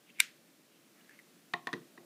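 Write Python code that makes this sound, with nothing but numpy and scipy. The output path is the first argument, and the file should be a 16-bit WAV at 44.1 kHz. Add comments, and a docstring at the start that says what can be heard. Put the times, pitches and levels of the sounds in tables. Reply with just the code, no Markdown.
"""Low room rumble and hiss, then a long-necked plastic lighter: its trigger slides, faint ticks swell,
and it snaps once. The released spring cracks and rings the mechanism; the small room reverberates.
The case creaks and rubs faintly in the hand, then is laid on a wooden table:
nozzle and case knock on the tabletop, which rings briefly."""
import sys
import numpy as np
from scipy import signal
from scipy.fft import rfft, irfft
from scipy.io import wavfile

SR = 44100
rng = np.random.default_rng(int(sys.argv[2]) if len(sys.argv) > 2 else 0)


def dump(signal):
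    """Clip the signal to [-1, 1] and save it as 16-bit WAV at the path in sys.argv[1]."""
    limited = np.clip(np.atleast_2d(signal).T, -1, 1)
    pcm = np.round(limited * 32767).astype(np.int16)
    wavfile.write(sys.argv[1], SR, pcm)


N = 90404

# room rumble and hiss: (frequency [Hz], relative density [dB])
FLOOR_SPECTRUM = [(18, -62), (30, -32), (90, -24.5), (152, -5.5), (202, -1.5), (230, -3), (350, -2.5),
                  (379, -9.5), (443, -7.5), (492, -11.5), (591, -8.5), (673, -13), (874, -17), (1870, -16),
                  (6540, -20.5), (14000, -23.5), (15500, -23.5)]
# its slight waver: (time [s], level offset [dB])
FLOOR_WAVER = [(0, -0.5), (.35, 0.5), (.7, -1), (1.0, 1), (1.301, 1), (1.6, 0.5), (1.85, 1.5), (2.05, 1)]

# rows at 0.187-0.199 s: faint 2.2-2.3 kHz ticks swelling just before the snap;
# other rows: case creaks in the hand: (time [s], level [dB], pitch [Hz])
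CREAKS_AND_TICKS = [(.094, -61, 2100), (0.102, -49.5, 2680), (.1870, -43, 2220), (0.1942, -34, 2336),
                    (0.1992, -24.5, 2237), (1.010, -57, 2890), (1.044, -62, 4040), (1.094, -45.5, 1720),
                    (1.11, -50, 1730), (1.144, -60, 1940), (1.190, -45.5, 2080), (1.197, -49.5, 1950)]
# trigger, fingers and case sliding: (centre time [s], half length [s], level [dB], band centre [Hz])
RUBS = [(0.094, 0.026, -65, 2640), (0.179, 0.032, -64, 2470), (0.744, 0.054, -73.5, 2640),
        (1.0, 0.054, -70, 1690), (1.133, 0.058, -65, 2020), (2.017, 0.065, -67, 595)]

# trigger snap and rebound: (time [s], ring level [dB], crack level [dB])
SNAPS = [(0.2021, -27.5, -20), (0.2022, -7.5, -17), (0.2055, -32, -23)]
# trigger mechanism: (frequency [Hz], level [dB], t60 [s])
TRIGGER_MODES = [(1020, -27, 0.021), (1383, -24, .026), (1565, -20.5, 0.03), (2123, -3, 0.01),
                 (2320, 0.5, .012), (2845, -12, 0.021), (3680, -6.5, .014), (4070, -14.5, 0.021),
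                 (4480, -18, 0.025), (5620, -12.5, 0.011), (7640, -10, 0.0078), (9480, -13.5, 0.01),
                 (11400, -20, 0.0047)]
# snap crack, also grit of creaks and ticks: (frequency [Hz], relative density [dB])
CRACK_SPECTRUM = [(300, -43.5), (650, -31.5), (900, -13), (1400, -3), (3300, 0.5), (5000, -3), (6500, -5),
                  (8000, 2), (12000, -5.5), (14500, -3.5), (15500, -20)]
# reflections off near surfaces: (delay [s], gain [dB])
ECHOES = [(.0088, -21.5), (.029, -52.5), (.033, -31.5)]
# snap as radiated into the room: (frequency [Hz], gain [dB])
SNAP_SPREAD = [(150, -46.5), (800, -34), (1200, -10.5), (1600, -1), (2200, 4.5), (2900, 0), (3400, -2.5),
               (4300, -5), (6500, -6), (10000, -9.5), (14000, -13), (15500, -22.5)]

# reverb colour: (frequency [Hz], relative density [dB])
ROOM_SPECTRUM = [(120, 0.074), (350, 1), (1000, 0.8), (2200, -1), (5000, 1), (9000, -1.4), (15000, -2.05)]
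# reverb decay: (frequency [Hz], t60 [s])
ROOM_T60 = [(120, 0.56), (1000, 0.25), (3000, .29), (8000, 0.2), (15000, 0.17)]

# lighter meets table: (time [s], case level [dB], case pitch [ratio], table high [dB],
# table middle [dB], table deep [dB], tick level [dB], contact cut-off [Hz])
KNOCKS = [(1.5360, -28.5, 0.99, -31, -32.5, -41.5, -27.5, 4230),
          (1.5385, -19.5, 1.03, -43, -50.5, -83, -37, 3500),
          (1.6710, -25, 1.0, -34.5, -39, -47.5, -30, 4200), (1.6800, -54, 1.0, -44.5, -50, -59, -42, 1510),
          (1.6892, -31, 1.02, -45, -46, -58, -56, 1000), (1.7301, -31.5, 1, -42, -61, -35.5, -32.5, 8000),
          (1.7369, -28.5, 1.04, -47.5, -61, -43.5, -37, 4600),
          (1.7453, -67, 1.0, -51, -53, -39.5, -65, 710), (1.7557, -57, 0.91, -54, -64, -38.5, -55, 700),
          (1.9759, -50.5, 0.94, -52.5, -60, -64, -68, 2000),
          (1.9783, -41, 1.05, -61, -66, -51.5, -64, 1400), (2.001, -72, 1.0, -74, -71, -56, -78, 700)]
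# plastic case: (frequency [Hz], level [dB], t60 [s])
CASE_MODES = [(1162, -19, 0.032), (1380, -31, 0.063), (1670, -25, .02), (1814, 1, 0.022),
              (1940, -10, 0.036), (2380, -13.5, .014), (2710, -22.5, 0.033), (3500, -11.5, 0.013),
              (4180, -8.5, 0.006)]
# tabletop, three mode groups: (frequency [Hz], level [dB], t60 [s])
TABLE_HIGH_MODES = [(969, 0.5, 0.04), (1025, -6.5, 0.12), (1081.6, -4, .1), (1154, -16.5, 0.16),
                    (1151, -11, .16)]
TABLE_MIDDLE_MODES = [(638, -13.5, 0.16), (713, -4.5, 0.13), (797, -5, 0.062), (845, -15, 0.1)]
TABLE_DEEP_MODES = [(134, -13.5, 0.164), (170, -8, .22), (247, -3, 0.088), (348.3, -2.5, 0.18),
                    (414, -6.5, 0.11), (447, -5.5, 0.069)]
# hard-contact tick: (frequency [Hz], relative density [dB])
TICK_SPECTRUM = [(60, -38), (180, -1), (300, 5), (520, -1), (750, 0.5), (2000, 2.5), (3300, 1), (4300, 0.5),
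                 (5200, -11.5), (6300, -5.5), (7500, -15.5), (10000, -11.5), (15500, -25)]


def from_db(db):
    """Decibels to gain."""
    return 10 ** (np.asarray(db) / 20)


def at_hz(points, hz):
    """Table lookup on a log-frequency axis."""
    knots_hz, values = np.transpose(points)
    return np.interp(np.log(np.maximum(hz, 1)), np.log(knots_hz), values)


def colour(x, spectrum):
    """Zero-phase spectral shaping."""
    return irfft(rfft(x) * from_db(at_hz(spectrum, np.fft.rfftfreq(N, 1 / SR))), N)


def butter(x, order, hz, kind):
    """Butterworth low-, high- or band-pass."""
    return signal.sosfilt(signal.butter(order, hz, kind, fs=SR, output="sos"), x)


def noise(spectrum):
    """Coloured noise, rms 1."""
    x = colour(rng.standard_normal(N), spectrum)
    return x / x.std()


def click(time_s, db):
    """One impulse."""
    x = np.zeros(N)
    x[int(time_s * SR)] = from_db(db)
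    return x


def fade(start_s, t60_s):
    """Step onset, exponential decay."""
    age_s = np.arange(N) / SR - start_s
    return (age_s >= 0) * np.exp(-np.log(1000) * np.maximum(age_s, 0) / t60_s)


def ring(x, hz, t60_s):
    """Resonator: a unit impulse starts a decaying unit sine."""
    radius = np.exp(-np.log(1000) / (t60_s * SR))
    step_rad = 2 * np.pi * hz / SR
    return signal.lfilter([0, np.sin(step_rad)], [1, -2 * radius * np.cos(step_rad), radius ** 2],
                          x + 1e-18)


def body(x, modes, scatter_db=0.5):
    """Struck modes in alternating sign; levels scatter per strike."""
    return sum((-1) ** k * from_db(db + scatter_db * rng.standard_normal()) * ring(x, hz, t60_s)
               for k, (hz, db, t60_s) in enumerate(modes))


def noise_floor(level_db=-64):
    """Room rumble and hiss, wavering slightly."""
    waver_db = np.interp(np.arange(N) / SR, *np.transpose(FLOOR_WAVER))
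    return from_db(level_db + waver_db) * noise(FLOOR_SPECTRUM)


def rubs(edge_ratio=1.25):
    """Sliding friction: soft swells of band noise."""
    time_s, out = np.arange(N) / SR, 0
    for centre_s, half_s, db, hz in RUBS:
        friction = butter(rng.standard_normal(N), 2, [hz / edge_ratio, hz * edge_ratio], "band")
        swell = np.exp(-((time_s - centre_s) / half_s) ** 2)
        out += from_db(db) * swell * friction / friction.std()
    return out


def creaks_and_ticks(t60_s=0.025, grit_db=-16, low_cut_hz=1200):
    """Case creaks, and the faint ticks before the snap: each a tiny pitched ring plus grit."""
    out = 0
    for time_s, db, hz in CREAKS_AND_TICKS:
        grit = from_db(db + grit_db) * fade(time_s, t60_s) * noise(CRACK_SPECTRUM)
        out += ring(click(time_s, db), hz, t60_s) + grit
    return butter(out, 4, low_cut_hz, "high")


def trigger_snap(crack_t60_s=0.0082, low_cut_hz=800):
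    """The spring lets go: crack and short ring, from a part too small to radiate bass."""
    out = 0
    for time_s, ring_db, crack_db in SNAPS:
        out += body(click(time_s, ring_db), TRIGGER_MODES)
        out += from_db(crack_db) * fade(time_s, crack_t60_s) * noise(CRACK_SPECTRUM)
    return butter(out, 6, low_cut_hz, "high")


def room_reverb(x, onset_s=0.0043, build_s=0.008):
    """Diffuse tail: near-octave noise bands build fast and decay at their own rates."""
    edges_hz, tail = np.geomspace(100, 16000, 9), 0
    for low_hz, high_hz in zip(edges_hz, edges_hz[1:]):
        band = butter(noise(ROOM_SPECTRUM), 2, [low_hz, high_hz], "band")
        tail += band * fade(0, at_hz(ROOM_T60, np.sqrt(low_hz * high_hz)))
    tail *= np.clip((np.arange(N) / SR - onset_s) / build_s, 0, 1)
    return signal.fftconvolve(x, tail / np.sqrt(np.sum(tail ** 2)))[:N]


def near_echoes(x, high_cut_hz=3500):
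    """Near surfaces return dull, delayed copies."""
    dull = butter(x, 1, high_cut_hz, "low")
    return sum(from_db(db) * np.pad(dull, (int(delay_s * SR), 0))[:N] for delay_s, db in ECHOES)


def table_knocks(tick_t60_s=0.02, low_cut_hz=105):
    """Each contact ticks and rings case and tabletop. Returns (case, table)."""
    out = 0
    for time_s, case_db, pitch_ratio, high_db, middle_db, deep_db, tick_db, contact_hz in KNOCKS:
        case_modes = [(hz * pitch_ratio, db, t60_s) for hz, db, t60_s in CASE_MODES]
        case = body(click(time_s, case_db), case_modes)
        # the spot struck sets the mode balance
        table = body(click(time_s, high_db), TABLE_HIGH_MODES)
        table += body(click(time_s, middle_db), TABLE_MIDDLE_MODES)
        table += body(click(time_s, deep_db), TABLE_DEEP_MODES)
        tick = from_db(tick_db) * fade(time_s, tick_t60_s) * noise(TICK_SPECTRUM)
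        out += butter(np.array([case, table + tick]), 1, contact_hz, "low")  # softer contact, duller
    return butter(out, 1, low_cut_hz, "high")


def scene(snap_send_db=-7.5, small_send_db=-24, table_send_db=-15.5):
    """Close lighter and table, room reverb, noise floor. Mono."""
    case, table = table_knocks()
    small_sounds = case + creaks_and_ticks() + rubs()
    main_snap_s = SNAPS[1][0]
    send = colour(click(main_snap_s, snap_send_db), SNAP_SPREAD)
    send += from_db(small_send_db) * small_sounds + from_db(table_send_db) * table
    reverb = room_reverb(send)
    floor = noise_floor()
    snap = trigger_snap()
    return (snap + near_echoes(snap) + small_sounds + table + reverb + floor)[None]


def record(dry, low_cut_hz=90, high_cut_hz=15400):
    """Small microphone: no deep bass, steep top cut."""
    x = butter(dry, 2, low_cut_hz, "high")
    return signal.sosfilt(signal.ellip(10, .1, 80, high_cut_hz, fs=SR, output="sos"), x)


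dry = scene()
out = record(dry)
dump(out)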